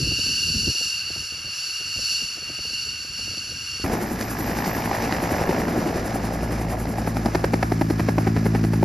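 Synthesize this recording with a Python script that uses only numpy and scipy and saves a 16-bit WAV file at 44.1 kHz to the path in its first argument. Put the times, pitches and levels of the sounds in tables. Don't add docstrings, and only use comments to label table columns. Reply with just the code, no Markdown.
import sys
import numpy as np
from scipy import signal
from scipy.fft import rfft, irfft, next_fast_len
from scipy.io import wavfile
from scipy.ndimage import uniform_filter1d

SR = 44100
rng = np.random.default_rng(int(sys.argv[2]) if len(sys.argv) > 2 else 0)


def materialize(psi):
    bounded = np.clip(np.atleast_2d(psi).T, -1, 1)
    quanta = np.round(bounded * 32767).astype(np.int16)
    wavfile.write(sys.argv[1], SR, quanta)


N = 389844
T = np.arange(N) / SR
CUT_S = 3.838


def undb(db):
    return 10 ** (np.asarray(db) / 20)


def unit(x):
    return x / np.sqrt(np.mean(x ** 2))


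def curves(table):
    s, *columns = np.transpose(table)
    return [np.interp(T, s, column) for column in columns]


def over_bins(points, size):
    hz, value = np.transpose(points)
    bins_hz = np.arange(size // 2 + 1) * SR / size
    return np.interp(np.log(bins_hz + 1), np.log(hz), value)


def colour(x, points, size=8192):
    cepstrum = irfft(np.log(undb(over_bins(points, size))))
    cepstrum[1:size // 2] *= 2
    cepstrum[size // 2 + 1:] = 0
    response = irfft(np.exp(rfft(cepstrum)))
    return signal.oaconvolve(x, response)[:N]


def noise(points):
    return unit(colour(rng.standard_normal(N), points))


def walk(rate):
    hold = max(int(SR / rate), 1)
    steps = np.repeat(rng.standard_normal(N // hold + 1), hold)
    smooth = uniform_filter1d(uniform_filter1d(steps, hold), hold)
    return unit(smooth[:N])


def grit(points, rate, rough_db):
    clumps = undb(rough_db * walk(rate)) * rng.standard_normal(N)
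    return unit(colour(clumps, points))


def whine(hz, width_hz, steady=0):
    size = next_fast_len(N)
    f = np.arange(size) * SR / size
    band = (1 + (1.6 * (f - hz) / width_hz) ** 2) ** -1.4
    tone = np.fft.ifft(np.fft.fft(rng.standard_normal(size)) * band)[:N]
    return unit(tone.real / np.abs(tone) ** np.clip(steady, 0, 1))


def bursts(events):
    out = np.zeros(N)
    for s, db, half in events:
        near = slice(*np.searchsorted(T, [s - 10 * half, s + 10 * half]))
        out[near] += undb(db) * np.exp(-((T[near] - s) / half) ** 2 / 2)
    return out


def with_energy(x, envelope, size=2400):
    wanted, found = (np.abs(uniform_filter1d(v ** 2, size)) for v in (envelope, x))
    return x * np.sqrt(wanted / (found + 1e-12))


def gate(turns, depth_db, rise=0.42):
    rise = np.clip(rise, .05, .95)
    cycle = (turns + rise) % 1
    triangle = np.minimum(cycle / rise, (1 - cycle) / (1 - rise))
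    return unit(undb(depth_db * triangle))


def pulses(turns, scatter_db):
    blade_count = np.floor(turns)
    passes = np.diff(blade_count, prepend=blade_count[0])
    return passes * undb(scatter_db * rng.standard_normal(N))


def jet():
    # (time [s], whine [dB], hiss [dB])
    jet_levels = [(0.0, -27, -35), (0.12, -23, -36.5), (0.19, -23, -33), (0.87, -26, -33.5),
                  (1.06, -28.5, -41), (1.2, -31.5, -38), (1.48, -33, -44), (1.57, -29.5, -36.5),
                  (1.87, -29, -39.5), (2.12, -24, -32), (2.42, -34, -43), (2.79, -27, -38.5),
                  (3.11, -34, -43), (3.2, -29.5, -39), (3.54, -33, -41), (3.8, -31.5, -40)]
    # (frequency [Hz], level [dB])
    hiss_spectrum = [(2000, -26.5), (3400, -15), (4000, -8), (5000, -3.5), (5600, 6.5), (6300, -7.5),
                     (7300, -2.5), (8200, -16), (10000, -6.5), (12000, -19), (13100, -23), (14000, -64)]
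    roar_spectrum = [(40, -12), (90, 9.5), (250, -15), (600, -9.5), (1000, -9.5), (1300, 3.5), (1600, -5.5),
                     (1900, -4), (2300, 0.5), (3200, -1), (6000, -33)]
    fan_hz, compressor_hz = 2786, 4495
    fan_db, compressor_db, hiss_offset_db = -5, -2, 4.5

    whine_db, hiss_db = curves(jet_levels)
    flutter = walk(80)
    broad_fan = whine(fan_hz, width_hz=210, steady=0.14)
    narrow_fan = whine(fan_hz, width_hz=4.9, steady=0.61)
    fan = undb(whine_db + fan_db + 0.65 * walk(60)) * (broad_fan + undb(-7) * narrow_fan)
    compressor_tone = whine(compressor_hz, width_hz=344, steady=0.089)
    compressor = undb(whine_db + compressor_db + 0.95 * flutter) * compressor_tone
    low_whine_db = -49.0 + .25 * (whine_db - whine_db.mean()) + .5 * walk(8.1)
    low_whine = undb(low_whine_db) * whine(hz=1554, width_hz=270)
    hiss = undb(hiss_db + hiss_offset_db + 0.38 * flutter) * noise(hiss_spectrum)
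    roar = undb(-45.0 + walk(9.06)) * noise(roar_spectrum)
    return fan + compressor + low_whine + hiss + roar


def wind():
    # (time [s], level [dB], unevenness [dB])
    wind_levels = [(0, -25, 2), (.12, -32, -1), (.17, -35, 4.5), (.42, -37, 0.5), (.56, -31, 4),
                   (.69, -29, 2.5), (.76, -56, 12), (1.8, -60.5, 9), (2.7, -50, 2.5), (3.8, -47, 4.5)]
    # (frequency [Hz], level [dB])
    wind_spectrum = [(20, -26), (32, -18), (50, 0), (85, 5.5), (150, -1.5), (280, -8.5), (450, -15.5),
                     (900, -51), (3000, -77)]
    # (time [s], front level [dB], trailing rumble level [dB])
    eddy_events = [(0.025, -31, -31), (0.048, -31, -42), (0.077, -28, -25), (0.121, -27, -35),
                   (0.193, -30.5, -42), (0.267, -33, -42), (0.294, -33.5, -40), (0.495, -36, -33),
                   (0.551, -27.5, -26), (0.598, -40, -39), (0.638, -34, -37), (0.679, -23.5, -43),
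                   (0.754, -41, -51.0), (0.815, -37, -53), (1.106, -36, -40), (1.164, -36, -39),
                   (1.227, -47, -47), (1.325, -43, -43), (1.345, -46, -47), (1.383, -50, -46),
                   (1.449, -41, -45), (1.478, -45, -54), (1.812, -43, -56), (1.965, -41, -48),
                   (1.993, -36, -40), (2.033, -48, -46), (2.224, -40.5, -39), (2.256, -46, -57),
                   (2.428, -43, -58), (2.501, -35, -47), (2.592, -38, -40), (2.654, -38.5, -44),
                   (2.707, -43, -51), (2.735, -43, -48), (2.873, -42.5, -43), (3.05, -42, -54),
                   (3.194, -40, -48.0), (3.279, -39, -43.0), (3.313, -40, -47), (3.34, -42, -51),
                   (3.377, -37, -42), (3.439, -51, -48), (3.525, -44, -52), (3.565, -46, -42),
                   (3.801, -36, -38)]
    # (frequency [Hz], level [dB])
    gust_spectrum = [(60, -26), (150, -4), (250, 8), (380, -7.5), (600, -16.5), (1200, -38)]
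    breeze_spectrum = [(60, -27), (150, -2.5), (260, 0.5), (500, -3.5), (800, -11), (1500, -42)]
    wake_spectrum = [(20, -36), (50, -0.5), (90, 1.5), (160, -2.5), (280, -16.5), (600, -46)]
    front_half_s, wake_half_s, wake_lag_s = 0.0043, 0.012, 0.015
    full_gust_db, small_puff_db = -34, -58
    buffets_per_s = 25

    wind_db, uneven_db = curves(wind_levels)
    rumble = undb(wind_db + uneven_db * walk(buffets_per_s)) * noise(wind_spectrum)
    fronts = bursts([(s, db, front_half_s) for s, db, _ in eddy_events])
    wakes = bursts([(s + wake_lag_s, db, wake_half_s) for s, _, db in eddy_events])
    gust = np.clip(undb(wind_db - full_gust_db), 0, 1)
    eddies = np.sqrt(gust) * noise(gust_spectrum) + np.sqrt(1 - gust) * noise(breeze_spectrum)
    front_puffs = with_energy(fronts * eddies, fronts)
    wake_rumbles = with_energy(wakes * noise(wake_spectrum), wakes)
    small_puffs = undb(small_puff_db) * grit(breeze_spectrum, rate=54, rough_db=5.0)
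    return rumble + front_puffs + wake_rumbles + small_puffs


def main_rotor(blades, thump_db):
    # (frequency [Hz], level [dB])
    thump_spectrum = [(15, -65), (33, -41), (55, -3), (80, 2.5), (130, -13), (230, -4), (350, -3.5),
                      (480, -10.5), (900, -34), (2500, -85)]
    swish_spectrum = [(1500, 16), (3500, -3), (5500, 6), (7500, 12), (10000, 13), (12500, 9.5),
                      (14500, 0.5)]
    swish_start_db, swish_fade_db_per_s = -40, 1

    blade_pulses = pulses(blades + .02, scatter_db=2.5)
    thump = undb(thump_db) * unit(colour(blade_pulses, thump_spectrum))
    swish_db = swish_start_db - swish_fade_db_per_s * (T - CUT_S)
    tip_hiss = gate(blades, depth_db=17.5, rise=0.34) * noise(swish_spectrum)
    swish = undb(swish_db + 2 * walk(60)) * tip_hiss
    return swish - thump


def harmonics(turns, levels_db, tilt_db=0):
    trail_rad = 8
    out = 0
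    for k, db in enumerate(levels_db, 2):
        phase = k * (2 * np.pi * turns + .5) - trail_rad * np.log(k)
        out = out + undb(db + tilt_db * (k - 2)) * np.cos(phase)
    return out


def rasp(turns):
    # (frequency [Hz], level [dB])
    rasp_spectrum = [(300, -5.5), (550, 6.5), (800, 13.5), (1100, 5.5), (1450, -6.5), (1800, 4.5),
                     (2300, -2.5), (2800, -6.5), (3400, -20), (8000, -26)]
    cut = gate(turns + .012 * walk(25), depth_db=50, rise=.35)
    torn_air = colour(cut * rng.standard_normal(N), rasp_spectrum)
    cracks = with_energy(torn_air, cut, size=800)
    return unit(cracks * undb(walk(12)))


def tail_rotor(turns, rasp_db):
    # (time [s], hum [dB], drone [dB])
    tail_levels = [(3.84, -39.5, -41), (4.6, -37.5, -45), (5.8, -37.5, -40), (6.7, -31.5, -30),
                   (7.4, -29, -34.5), (8.1, -24.5, -33.5), (8.84, -22.5, -33)]
    # [level, dB]
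    tail_harmonics_db = [5.5, 3, 0, -4, -8, -14, -21]
    brighten = 0.18
    side_on_db = -25.5

    hum_db, drone_db = curves(tail_levels)
    pulse = harmonics(turns, tail_harmonics_db, brighten * (hum_db - side_on_db))
    hum = undb(hum_db + 2.5 + .4 * walk(11)) * unit(pulse)
    drone = undb(drone_db + walk(4.43)) * np.sqrt(2) * np.cos(2 * np.pi * turns + 1)
    return drone + hum + undb(rasp_db) * rasp(turns)


def parked_helicopter(wash_db):
    # [level, dB]
    parked_harmonics_db = [-6.5, -1.5, 1.5, -5, -3, -7, -9]
    blade_rate_hz = 58.4
    hum_db, rasp_db = -2.5, -6.5

    turns = np.cumsum(blade_rate_hz * (1 + .003 * walk(3))) / SR
    hum = undb(hum_db + 2 * walk(6)) * unit(harmonics(turns, parked_harmonics_db))
    return undb(wash_db) * (hum + undb(rasp_db) * rasp(turns))


def downwash(blades, tail_turns, churn_db, wash_db, exhaust_db):
    # (frequency [Hz], level [dB])
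    churn_spectrum = [(20, -55), (36, -21), (52, 2), (100, -3), (220, 3), (350, -3.5), (480, -15.5),
                      (900, -37), (2000, -47)]
    wash_spectrum = [(150, -3), (400, -1), (750, 1), (1000, -11.5), (1400, -12), (2500, -26.5),
                     (6000, -55.5)]
    exhaust_spectrum = [(600, -3.5), (1200, 3.5), (1750, 3.5), (2400, 0.5), (3300, -9.5), (4200, -6.5),
                        (5200, -1), (6500, -7.5), (8500, -12.5), (14000, -21)]
    wash_offset_db, exhaust_offset_db = 3, 3.5

    chop = gate(tail_turns, depth_db=2.0, rise=0.12)
    throb = gate(blades, depth_db=2.5) * undb(walk(30))
    churn_clumps = grit(churn_spectrum, rate=65, rough_db=-0.5)
    churn = undb(churn_db) * gate(blades, depth_db=5.5, rise=0.29) * churn_clumps
    wash = undb(wash_db + wash_offset_db) * grit(wash_spectrum, rate=190, rough_db=2.4)
    exhaust = undb(exhaust_db + exhaust_offset_db) * grit(exhaust_spectrum, rate=260, rough_db=1.3)
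    return churn + chop * throb * (wash + exhaust)


def surge(blades):
    # (time [s], centre [Hz], level [dB])
    surge_path = [(3.84, 800, -54), (4.5, 780, -40), (4.95, 760, -39), (5.3, 630, -38), (5.52, 380, -31),
                  (5.72, 272, -27), (5.9, 220, -34), (6.2, 200, -49), (7, 200, -58)]
    width_octaves, lumps_db = 0.47, 2.5

    centre_hz, surge_db = curves(surge_path)
    out = power = 0
    for hz in 150 * 2 ** (np.arange(7) / 2):
        edges_hz = [hz / 2 ** .25, hz * 2 ** .25]
        band_filter = signal.butter(2, edges_hz, "bandpass", fs=SR, output="sos")
        band = signal.sosfilt(band_filter, rng.standard_normal(N))
        weight = np.exp(-(np.log2(hz / centre_hz) / width_octaves) ** 2 / 2)
        out = out + weight * unit(band)
        power = power + weight ** 2
    level = undb(surge_db + lumps_db * walk(45))
    return level * gate(blades, depth_db=0.5) * out / np.sqrt(power)


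def blade_slaps():
    # (time [s], thud [dB], bark [dB], crack [dB], snap [dB], half length [s])
    slap_events = [(4.015, -29, -41, -32, -48, 0.003), (4.212, -33, -26, -23, -25, 0.00073),
                   (4.914, -27, -19, -32, -48, 0.0028), (4.946, -29, -19.5, -34, -42, 0.0023),
                   (5.125, -16, -20, -15.5, -23.5, 0.00064), (5.3405, -32, -21.5, -27, -45, 0.0021),
                   (5.495, -11.5, -25.5, -31, -39, 0.0035), (5.5485, -18, -22, -35, -44.5, 0.0026),
                   (5.684, -17, -40, -32, -41, 0.0035), (5.779, -17, -34, -41, -49, 0.004),
                   (5.867, -19, -32, -38, -44.0, 0.0048), (5.9569, -20.0, -45, -41.5, -47.5, 0.0042),
                   (6.8561, -24, -30, -41, -41, 0.0034), (6.985, -26, -20.5, -35, -48, 0.0026),
                   (7.0767, -19, -20.5, -28.5, -46, 0.0024), (7.169, -22, -23.5, -29.5, -38, 0.0036),
                   (7.2616, -16, -19, -29.5, -30.5, 0.0029), (7.3535, -16.5, -18, -22.5, -28.5, 0.0041),
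                   (7.4444, -15, -17.5, -21.5, -30.5, 0.0034), (7.5395, -12.5, -19.0, -23, -31.5, 0.0041),
                   (7.6304, -20.5, -16.0, -19.5, -30.5, 0.0035), (7.721, -16, -19, -27, -37, 0.0032),
                   (7.8172, -17.5, -18.5, -26, -36, 0.0044), (7.9067, -12.5, -27, -29, -36.5, 0.0043),
                   (8.001, -15.5, -23.5, -26.5, -38, 0.0044), (8.09, -17.5, -20, -25.0, -36, 0.0038),
                   (8.1844, -13.5, -17, -26.5, -39.5, 0.0036), (8.2746, -15.5, -21, -28, -39.0, 0.0048),
                   (8.3693, -18.5, -28, -31, -40, 0.0055), (8.462, -16, -25.5, -28, -42, 0.0052),
                   (8.554, -20, -24, -28, -40, 0.0056), (8.645, -18.5, -32, -31.5, -41.5, 0.0057),
                   (8.7377, -21.5, -28, -33, -42, 0.005), (8.8306, -13.5, -17.5, -31.5, -40, 0.0031)]
    # (frequency [Hz], level [dB])
    slap_spectrum = [(70, -28), (150, -5.5), (240, 0), (370, -0.5), (470, -7), (580, -3.5), (800, 1),
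                     (930, -6), (1080, -10), (1300, -7), (1800, -6), (2400, -11), (3000, -20.5),
                     (3600, -24), (4200, -19), (5400, -18), (7500, -34), (13000, -33)]
    # [frequency, Hz]
    slap_edges_hz = [130, 480, 1080, 3200, 12000]
    jitter, scatter_db = .2, 2
    shred_db = -11

    cracks = np.zeros(N + SR // 10)
    chances = rng.standard_normal((len(slap_events), 2, 4))
    for (s, *_, half), (late, size) in zip(slap_events, chances):
        place = np.linspace(-1, 1, num=4) + jitter * late
        samples = ((s + half * place) * SR).astype(int)
        sizes = undb(scatter_db * size) * np.exp(-place ** 2 / 2)
        cracks[samples] += sizes * np.sqrt(abs(half) * SR / 2)
    shreds = bursts([(s, shred_db, half) for s, *_, half in slap_events]) * rng.standard_normal(N)
    volleys = colour(cracks[:N] + shreds, slap_spectrum)
    out = 0
    for k, edges in enumerate(zip(slap_edges_hz, slap_edges_hz[1:])):
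        band_filter = signal.butter(3, edges, "bandpass", fs=SR, output="sos")
        band = signal.sosfiltfilt(band_filter, volleys + 1e-9 * rng.standard_normal(N))
        envelope = bursts([(s, db[k], half) for s, *db, half in slap_events])
        out = out + with_energy(band, envelope, size=1800)
    return out


def helicopter():
    # (time [s], wash [dB], turbine exhaust [dB])
    hover_levels = [(3.87, -31.5, -38.5), (4.08, -33.5, -40), (4.28, -39.5, -39), (4.98, -34.5, -36.5),
                    (5.49, -29.5, -38), (6.05, -32.5, -40.5), (6.75, -34, -43.5), (7.92, -43, -42.5),
                    (8.39, -42.5, -43), (8.8, -45, -45)]
    # (time [s], low churn [dB], tail rasp [dB], turbine whistle [dB], main rotor thump [dB])
    turn_levels = [(3.84, -25, -35, -52, -35), (4.25, -29.5, -42, -46.5, -46),
                   (4.6, -26.5, -30, -42.5, -45), (4.9, -29, -29, -47, -41), (5.3, -29, -31, -50, -27.5),
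                   (5.52, -28.5, -29.5, -51, -35), (5.78, -26.5, -42, -52, -39),
                   (6.0, -30, -44, -65, -34.5), (7.2, -30.5, -58, -69, -37), (8.0, -31.5, -62, -63, -27),
                   (8.84, -32, -63, -68, -41)]
    # (time [s], blade rate [Hz])
    tail_speed = [(3.84, 55.15), (5.8, 55.35), (8.84, 54.85)]
    blade_hz, speed_up_hz_per_s, blade_pass_s = 10.843, .0113, 8.0
    whistle_hz, gearbox_hz = 12266, 1686
    gearbox_db = -8.5

    since = T - blade_pass_s
    blades = blade_hz * since + speed_up_hz_per_s * since ** 2 / 2
    tail_hz, = curves(tail_speed)
    tail_turns = np.cumsum(tail_hz) / SR
    wash_db, exhaust_db = curves(hover_levels)
    churn_db, rasp_db, whistle_db, thump_db = curves(turn_levels)
    whistle = undb(whistle_db + 2 * walk(35)) * whine(whistle_hz, width_hz=110)
    gearbox = undb(exhaust_db + gearbox_db) * whine(gearbox_hz, width_hz=46)
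    rotors = main_rotor(blades, thump_db) + tail_rotor(tail_turns, rasp_db) + blade_slaps()
    air = downwash(blades, tail_turns, churn_db, wash_db, exhaust_db) + surge(blades)
    return rotors + parked_helicopter(wash_db) + air + whistle + gearbox


def microphones(x, size=1024):
    # (frequency [Hz], phase [rad])
    port_phase = [(60, 0), (500, .1), (1030, .35), (1550, 1.1), (1900, -.1), (2900, .3), (4800, 0),
                  (5800, -.85), (6900, -1.2), (8200, -3.0), (8800, -3.3), (10000, -4.6), (11300, -6.1),
                  (12700, -6.4), (14500, -9)]
    # (frequency [Hz], level difference [dB])
    port_balance = [(100, 0), (250, .7), (900, .4), (1300, -2), (1700, -4.5), (2300, -1.5), (3000, 0)]
    # (frequency [Hz], level [dB])
    side_spectrum = [(60, -29), (130, -26), (250, -20), (800, -12), (1500, -5), (2200, -16), (4300, -28),
                     (6200, -12), (10500, -12), (12200, -24), (14000, -10)]

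    lead = np.exp(.5j * over_bins(port_phase, size)) * undb(over_bins(port_balance, size) / 2)
    side_gain = undb(over_bins(side_spectrum, size))
    heard = []
    for response in (lead, 1 / lead, side_gain):
        kernel = np.roll(irfft(response), size // 2)
        heard.append(signal.oaconvolve(x, kernel)[size // 2:size // 2 + N])
    left, right, diffuse = heard
    smear = rng.standard_normal(SR // 4) * np.exp(-T[:SR // 4] / .06)
    side = signal.oaconvolve(diffuse, smear / np.linalg.norm(smear))[:N]
    return np.array([left + side, right - side])


def scene():
    second_scene = np.clip((T - CUT_S) / 0.0024, 0, 1)
    return microphones((1 - second_scene) * (jet() + wind()) + second_scene * helicopter())


def record(dry):
    top_hz = 14600
    rounded = np.tanh(1.19 * dry) / 1.34
    return signal.sosfilt(signal.ellip(8, .2, 70, top_hz, fs=SR, output="sos"), rounded)


dry = scene()
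out = record(dry)
materialize(out)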